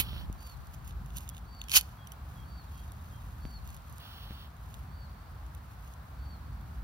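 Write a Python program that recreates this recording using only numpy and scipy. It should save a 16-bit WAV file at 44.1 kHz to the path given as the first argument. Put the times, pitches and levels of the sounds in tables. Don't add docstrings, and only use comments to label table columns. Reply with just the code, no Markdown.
import sys
import numpy as np
from scipy import signal
from scipy.fft import rfft, irfft, next_fast_len
from scipy.io import wavfile

SR = 44100
rng = np.random.default_rng(int(sys.argv[2]) if len(sys.argv) > 2 else 0)


def store_wav(level_fs):
    pcm = np.round(np.clip(np.atleast_2d(level_fs), -1, 1) * 32767)
    wavfile.write(sys.argv[1], SR, pcm.T.astype(np.int16))


N = 301321
TIME = np.arange(N) / SR

# (time of top speed [s], level [dB])
STROKES = [(.003, -17.5), (1.7697, -10)]
# (frequency [Hz], relative level [dB])
STROKE_COLOURS = [
    [(500, 16), (1900, 3), (2900, -5), (4100, 3.5), (5800, -11.5), (9000, 0.5), (13500, 5.5), (16000, 7)],
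    [(450, 6.5), (1450, 9), (2000, 1.5), (2400, -4), (3100, -0.5), (4500, 1), (6100, -1.5), (8800, 0.5),
     (12500, 0.5), (15500, 6.5)],
]
# (time [s], level [dB], gain below the treble [dB])
CLICKS = [(1.64, -25.5, -1.5), (1.6852, -30, 8.5), (1.696, -22, 7), (1.704, -23, 1.5), (1.708, -30.5, -0.5),
          (1.7112, -23, -1), (1.7172, -13.5, 7.5), (1.7402, -4, 0), (1.7592, 13, -11.5), (1.7668, 11, -14),
          (1.811, -5, -9)]
# (frequency [Hz], width [Hz], relative level [dB])
STRIKE_PEAKS = [(2503, 20, 12), (3047, 35, 11.5), (4405, 70, 16.5), (5328, 75, 13), (6605, 50, 9),
                (7115, 30, 8), (7705, 50, 11), (9888, 25, 6), (10232, 35, 6), (10980, 45, 6),
                (11265, 40, 7), (11580, 28, 7), (13289, 30, 2), (13600, 32, 6)]
# (frequency [Hz], left [dB], right [dB])
LIGHTER_COLOUR = [(28.5, -47.5, -50), (151.5, -24, -20), (444, -23.5, -24), (801, -32, -15),
                  (1860, -9, -9.5), (2274, 0.5, 0.5), (2680, -1.5, 10), (3915, -0.5, 0), (5610, 0, -3.5),
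                  (6870, 5, 3), (7850, -9.5, -12), (8700, -13, -1), (10340, -15, 2.5), (14000, -9, 2),
                  (15700, -10, -9)]
# (frequency [Hz], lead of the left port [rad])
LIGHTER_PHASE = [(0, 0), (1400, -1.5), (2200, -2.5), (3500, -4.5), (5600, -6.5), (7200, -1.5), (8100, -8),
                 (10500, -8), (12200, -8), (14400, 3.5), (16000, 0.5)]
# (start [s], length [s], level [dB], lag of the left port [s])
BURNS = [(-.03, 0.23, -47.5, 0.00017), (3.987, 0.44, -51, 0.00013)]
# (frequency [Hz], left [dB], right [dB])
GAS_COLOUR = [(500, -10, -10), (1200, 3, -5.5), (2230, -10, -8), (2770, -1.5, 4), (3200, 3.5, 8),
              (3870, -4, 0.5), (4510, -10, 3), (4830, -13, -9), (5650, -4.5, -8), (6000, -19, -16),
              (7300, -37, -27), (9500, -18, -13.5), (11900, -45, -5.5), (13100, -7, -7), (13800, -18, -12),
              (15000, -14, -9), (15500, -6, -1.5)]
# (time [s], thump [dB], snap [dB])
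POPS = [(0.1314, -38, -27), (0.1645, -39, -28), (0.212, -46, -30), (0.2988, -31.5, -42),
        (3.453, -30, -24.5), (4.3081, -34.5, -28), (4.3186, -45, -32)]
# (frequency [Hz], relative level [dB])
SNAP_COLOUR = [(100, 12), (500, 18.5), (1100, 10), (2500, 8), (6000, -5), (9000, -35), (16000, -57)]
# (time [s], level [dB])
HOOD_TAPS = [(2.072, -26), (2.12, -23.5)]
# (frequency [Hz], width [Hz], relative level [dB])
HOOD_MODES = [(3100, 120, -3.5), (5930, 130, 0), (8320, 150, 4), (9640, 70, -7), (10850, 33, -9),
              (13270, 130, 3)]
# (middle [s], length [s], level [dB])
RUBS = [(0.462, 0.22, -57.5), (0.741, 0.041, -56), (0.876, 0.12, -55.5), (1.17, 0.04, -48),
        (1.206, 0.2, -55), (1.367, 0.069, -59), (2.77, 0.31, -65), (3.22, 0.9, -65.5), (3.7, 0.21, -59.5),
        (3.937, 0.34, -68), (4.76, 0.29, -66.5), (5.865, 0.18, -62.5)]
# (time [s],
# snap [dB], ring of the case [dB])
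NAIL_TICKS = [(0.3275, -26.5, -41), (.4735, -27, -40), (0.498, -33, -43), (.671, -32, -54),
              (.8777, -24.5, -45), (.909, -36, -36), (1.061, -31.5, -45), (1.105, -40, -39),
              (1.17, -19, -48), (1.184, -14.5, -30), (1.278, -46, -34), (1.291, -13.5, -42),
              (1.298, -23.5, -40), (1.348, -39, -36), (1.368, -34, -33), (1.38, -30.5, -33.5),
              (1.616, -23, -19.5), (2.92, -27, -43), (3.6755, -24, -41), (3.704, -30, -44),
              (3.746, -27, -44), (3.7662, -29, -41), (3.774, -35, -45), (3.897, -30, -50),
              (3.926, -29, -52), (3.9824, -25.5, -47), (4.002, -33, -46), (4.742, -28.5, -33),
              (5.5494, -25.5, -40), (5.938, -33, -44)]
# (frequency [Hz], width [Hz], relative level [dB])
CASE_MODES = [(2970, 160, -7), (3623, 260, 4.5), (6435, 250, -2)]
# (start [s], length [s], top pitch [Hz], crest [share of the note],
# fall [share of the pitch], level before the accent [dB], accent [weight])
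WHISTLES = [(.368, .183, 4630, .36, .1, -57, 1), (1.455, .19, 4570, .31, .055, -61, 3),
            (2.443, .185, 4560, .5, .06, -63.5, 5), (3.393, .202, 4570, .4, .07, -60, 4.5),
            (4.865, .203, 4560, .6, .065, -68.5, 5), (6.15, .217, 4540, .52, .07, -65.5, 4)]
# (start [s], length [s], pitch [Hz], level [dB])
PIPES = [(1.275, .07, 3320, -66), (1.635, .07, 3300, -64), (1.978, .075, 3280, -61),
         (2.355, .09, 3260, -61.5), (2.715, .115, 3240, -62.5), (3.105, .085, 3210, -65.5)]
# (frequency [Hz], relative level [dB])
WIND_COLOUR = [(15, -65.5), (25, -42), (32, -34.5), (40, -15), (50, 2), (60, 0.5), (72, 0.5), (90, -6),
               (125, -8.5), (160, -13), (220, -20), (320, -28.5), (420, -39.5), (600, -72)]
# (middle [s], length [s], left [dB], right [dB])
BUFFETS = [(0.03, 0.57, -55, -41), (0.28, 0.35, -40, -43), (0.595, 0.31, -46, -68), (0.895, 0.89, -49, -66),
           (1.159, 0.094, -63, -43), (3.46, 0.057, -39, -53), (3.685, 0.42, -45.5, -56),
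           (3.918, 0.09, -54, -44), (4.763, 0.056, -44.5, -55), (6.485, 0.081, -52, -61)]
# (frequency [Hz], relative level [dB])
AIR_COLOUR = [(220, -41), (380, -8), (571, -5.5), (722, -0.5), (913, 0), (1070, 1.2), (1460, -2.5),
              (2090, -12), (2860, -16.3), (4230, -17), (6770, -26), (10500, -26), (16000, -19.5)]
# (frequency [Hz], correlation [0-1])
PORT_LIKENESS = [(30, 0.89), (70, 1), (130, 0.96), (300, 0.87), (600, 0.42), (1200, 0.13), (3000, 0.25),
                 (8000, 0.11), (16000, 0.25)]


def flint_wheel(teeth_per_s=420, uneven=0.3, tooth_decay=2.3, flying_db=-4.5):
    force = np.zeros((2, N))
    for stroke, colour in zip(STROKES, STROKE_COLOURS):
        tooth_phase = np.cumsum(teeth_per_s * (1 + uneven * wander(300))) / SR % 1
        on_flint, *flying = [grit(per_s=22000, spread_db=3.4) for _ in range(3)]
        spray = np.exp(-tooth_decay * tooth_phase) * (on_flint + amp(flying_db) * np.array(flying))
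        rasp = signal.oaconvolve(spray, impulse(colour)[None], axes=1)[:, :N]
        force += unit_rms(rasp) * stroke_gain(*stroke)
    return force


def stroke_gain(top_s, db, bite_s=0.068, round_s=0.0051, swell_db_per_s=558, stop_db_per_s=1080.5):
    t = TIME - top_s
    from_top = np.hypot(t, round_s) - round_s
    rasp = amp(-from_top * np.where(t < 0, swell_db_per_s, stop_db_per_s)) * (t > -bite_s)
    sparks = amp(-38 - 123.5 * from_top) * (t > 0)
    return amp(db) * (rasp + sparks)


def contacts(rows, chatter_s=.0008, snap=4):
    force, t = np.zeros(N), np.arange(512) / SR
    for s, db, body_db in rows:
        contact = rng.standard_normal(len(t)) * np.exp(-t / chatter_s)
        contact[0] = snap
        add(force, s, amp(db) * firmness(unit_energy(contact), body_db))
    return force


def plastic_case(force, ring_db=-3, hz=3600, width_hz=450):
    return force + amp(ring_db) * signal.lfilter(*signal.iirpeak(hz, hz / width_hz, fs=SR), force)


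def strike_colour(force, peaks_db=-8, widen_hz=34, scatter_db=-7, scatter_s=0.002):
    t = np.arange(SR // 8) / SR
    scatter = rng.standard_normal((2, len(t))) * np.exp(-t / scatter_s)
    scatter /= np.linalg.norm(scatter[0])
    response = amp(peaks_db) * damped_tones(STRIKE_PEAKS, t, widen_hz) + amp(scatter_db) * scatter
    response[:, 0] += 1
    sides = signal.oaconvolve(force, response / np.linalg.norm(response[0]), axes=1)[:, :N]
    return at_ports(sides, LIGHTER_COLOUR, LIGHTER_PHASE)


def gas_jet(flutter_db=0.9, open_s=0.022, shut_s=0.068, sag_db_per_s=5):
    hiss = rng.standard_normal(N) * amp(flutter_db * wander(45))
    out = np.zeros((2, N))
    for start, length, db, lag in BURNS:
        t = np.maximum(TIME - start, 0)
        opening = np.clip(t / open_s, 0, 1) * np.clip(1 - (t - length) / shut_s, 0, 1)
        flow = opening * amp(db - sag_db_per_s * t)
        out += at_ports(hiss * flow, GAS_COLOUR, [(0, 0), (SR / 2, -np.pi * SR * lag)])
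    return out


def pops(thump_hz=190, thump_s=0.0019):
    out, snap = np.zeros(N), impulse(SNAP_COLOUR)
    t = np.arange(len(snap)) / SR
    thump = 2 * np.sin(2 * np.pi * thump_hz * t) * np.exp(-t / thump_s)
    for s, thump_db, snap_db in POPS:
        add(out, s, -amp(thump_db) * thump - amp(snap_db) * snap)
    return out


def hood_clinks(snap_db=-4, body_db=-4):
    force = np.zeros(N)
    ring = damped_tones(HOOD_MODES, np.arange(SR // 16) / SR)
    for s, db in HOOD_TAPS:
        add(force, s, amp(db) * ring)
    return force + contacts([(s, db + snap_db, body_db) for s, db in HOOD_TAPS])


def finger_rubs(body_db=-4, resting_db=-69):
    pressure = amp(resting_db + 2.5 * wander(3))
    for s, length, db in RUBS:
        pressure += amp(db) * swell(s, length)
    grains = grit(per_s=5000, spread_db=4.5) * amp(2.6 * wander(70))
    return firmness(unit_rms(grains), body_db) * pressure


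def nail_ticks(chatter_s=.0006, snap_hz=7500):
    force, t = np.zeros(N), np.arange(1024) / SR
    ring = damped_tones(CASE_MODES, t, wave=np.sin)
    highpass = signal.butter(2, snap_hz, "high", fs=SR, output="sos")
    for s, snap_db, ring_db in NAIL_TICKS + grip_ticks():
        snap = signal.sosfilt(highpass, rng.standard_normal(len(t)) * np.exp(-t / chatter_s))
        add(force, s, amp(snap_db) * unit_energy(snap) + amp(ring_db) * ring)
    return force


def grip_ticks(per_s=3, db=-41, spread_db=4, ring_db=-8):
    when, size = rng.random((round(per_s * N / SR), 2)).T
    levels = db + spread_db * (2 * size - 1)
    return list(zip(when * N / SR, levels, levels + ring_db))


def whistling_bird(accent_at=.8, accent_share=.66, trill_hz=65, trill_depth=.4, echo_db=-69):
    trill = np.sin(2 * np.pi * np.cumsum(trill_hz * (1 + .2 * wander(40))) / SR)
    accents = sum(weight * swell(s + accent_at * length, accent_share * length)
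                  for s, length, *_, weight in WHISTLES)
    press = amp(accents * (1.5 + trill_depth * trill))
    direct = birdsong(WHISTLES, rise=.05, hook=.08) * press
    outward = birdsong([(*row[:5], echo_db) for row in WHISTLES], rise=.05, hook=.08) * press
    shimmer = amp(1.8 * np.array([wander(30), wander(30)]))
    return direct * shimmer + tree_echoes(outward, t60_s=1.9)


def piping_bird(crest=.65, fall=-.007):
    return birdsong([(s, length, hz, crest, fall, db) for s, length, hz, db in PIPES], rise=-.025)


def chipping_bird(start_s=2.574, every_s=.104, length_s=.017, hz=3880, crest=.1, fall=.12, db=-66):
    return birdsong([(start_s + k * every_s, length_s, hz, crest, fall, db) for k in range(7)], rise=0)


def birdsong(notes, rise, hook=0, waver=0.0044, flicker_db=1.5):
    song, drift = np.zeros(N), 1 + waver * wander(110)
    for s, length, hz, crest, fall, db, *_ in notes:
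        progress = np.linspace(0, 1, int(length * SR))
        from_crest = np.interp(progress, [0, crest, 1], [-1, 0, 1])
        arch = np.where(progress < crest, rise, fall) * from_crest ** 2
        pitch = hz * (1 - arch - hook * progress ** 30) * drift[int(s * SR):][:len(progress)]
        gain = amp(db) * abs(np.sin(np.pi * progress ** 1.5)) ** 0.42
        add(song, s, gain * np.sin(2 * np.pi * np.cumsum(pitch) / SR))
    return song * amp(flicker_db * wander(48))


def tree_echoes(x, t60_s, echoes_per_s=1500, first_s=.012):
    t = np.arange(SR) / SR
    taps = rng.standard_normal((2, SR)) * (rng.random((2, SR)) < echoes_per_s / SR)
    taps *= amp(-60 * t / t60_s) * (t > first_s)
    return signal.fftconvolve(x[None], taps / np.linalg.norm(taps[0]), axes=1)[:, :N]


def wind_buffets():
    hz = np.fft.rfftfreq(N, 1 / SR)
    rumble = unit_rms(irfft(rfft(rng.standard_normal((2, N))) * amp(lookup(WIND_COLOUR, hz)), N))
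    return rumble * sum(amp([[left], [right]]) * swell(s, length) for s, length, left, right in BUFFETS)


def breeze(colour, db, swell_db, swell_hz):
    hz = np.fft.rfftfreq(N, 1 / SR)
    left, unrelated = rfft(rng.standard_normal((2, N)))
    likeness = lookup(PORT_LIKENESS, hz)
    right = likeness * left + np.sqrt(1 - likeness ** 2) * unrelated
    pair = irfft(np.array([left, right]) * amp(lookup(colour, hz)), N)
    return amp(db) * unit_rms(pair * amp(swell_db * wander(swell_hz)))


def at_ports(x, colour, phase):
    size = next_fast_len(N + SR // 4)
    hz = np.fft.rfftfreq(size, 1 / SR)
    left = rfft(impulse(colour), size)
    lead = np.interp(hz, *np.transpose(phase))
    right = left * amp(lookup(colour, hz, column=2) - lookup(colour, hz)) * np.exp(-1j * lead)
    return irfft(rfft(x, size) * unit_rms(np.array([left, right])), size)[:, :N]


def damped_tones(peaks, t, widen_hz=0, wave=np.cos):
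    return unit_energy(sum(amp(db) * np.exp(-np.pi * (width + widen_hz) * t) * wave(2 * np.pi * hz * t)
                           for hz, width, db in peaks))


def firmness(x, body_db, split_hz=8500):
    low = signal.sosfiltfilt(signal.butter(2, split_hz, fs=SR, output="sos"), x)
    return x + (amp(body_db) - 1) * low


def grit(per_s, spread_db):
    size = amp(spread_db * np.minimum(rng.exponential(1, N), 3))
    return unit_rms(size * rng.choice([-1, 1], N) * (rng.random(N) < per_s / SR))


def impulse(colour, size=4096):
    log_gain = np.log(amp(lookup(colour, abs(np.fft.fftfreq(size, 1 / SR)))))
    spectrum = np.exp(np.conj(signal.hilbert(log_gain)))
    return unit_energy(np.fft.ifft(spectrum).real[:size // 2])


def wander(rate_hz):
    hz = np.fft.rfftfreq(N, 1 / SR)
    return unit_rms(irfft(rfft(rng.standard_normal(N)) * np.exp(-(hz / rate_hz) ** 2), N))


def swell(middle, length):
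    return np.cos(np.pi * np.clip((TIME - middle) / length, -.5, .5)) ** 2


def lookup(points, hz, column=1):
    table = np.array(points, float)
    return np.interp(np.log(hz + 1), np.log(table[:, 0] + 1), table[:, column])


def add(mix, s, sound):
    part = mix[max(round(s * SR), 0):][:len(sound)]
    part += sound[:len(part)]


def amp(db):
    return 10 ** (np.asarray(db) / 20)


def unit_rms(x):
    return x / np.sqrt(np.mean(abs(x) ** 2) + 1e-20)


def unit_energy(x):
    return x / np.linalg.norm(x)


def scene():
    strikes = strike_colour(flint_wheel() + plastic_case(contacts(CLICKS)))
    handling = at_ports(finger_rubs() + nail_ticks() + hood_clinks(), LIGHTER_COLOUR, LIGHTER_PHASE)
    close = strikes + handling
    far_birds = piping_bird() + chipping_bird()
    wind = breeze(WIND_COLOUR, db=-44, swell_db=1.9, swell_hz=1.74) + wind_buffets()
    air = breeze(AIR_COLOUR, db=-56.1, swell_db=0.35, swell_hz=1.3)
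    echoes = amp(-36.5) * tree_echoes(close.mean(0), t60_s=0.54)
    echoes += amp(-8) * tree_echoes(far_birds, t60_s=1.8)
    return close + gas_jet() + pops() + whistling_bird() + far_birds + echoes + wind + air


def record(dry):
    lowpass = signal.firwin(511, 15820, window=("kaiser", 9), fs=SR)
    return signal.oaconvolve(np.clip(dry, -1, 1), lowpass[None], "same")


dry = scene()
out = record(dry)
store_wav(out)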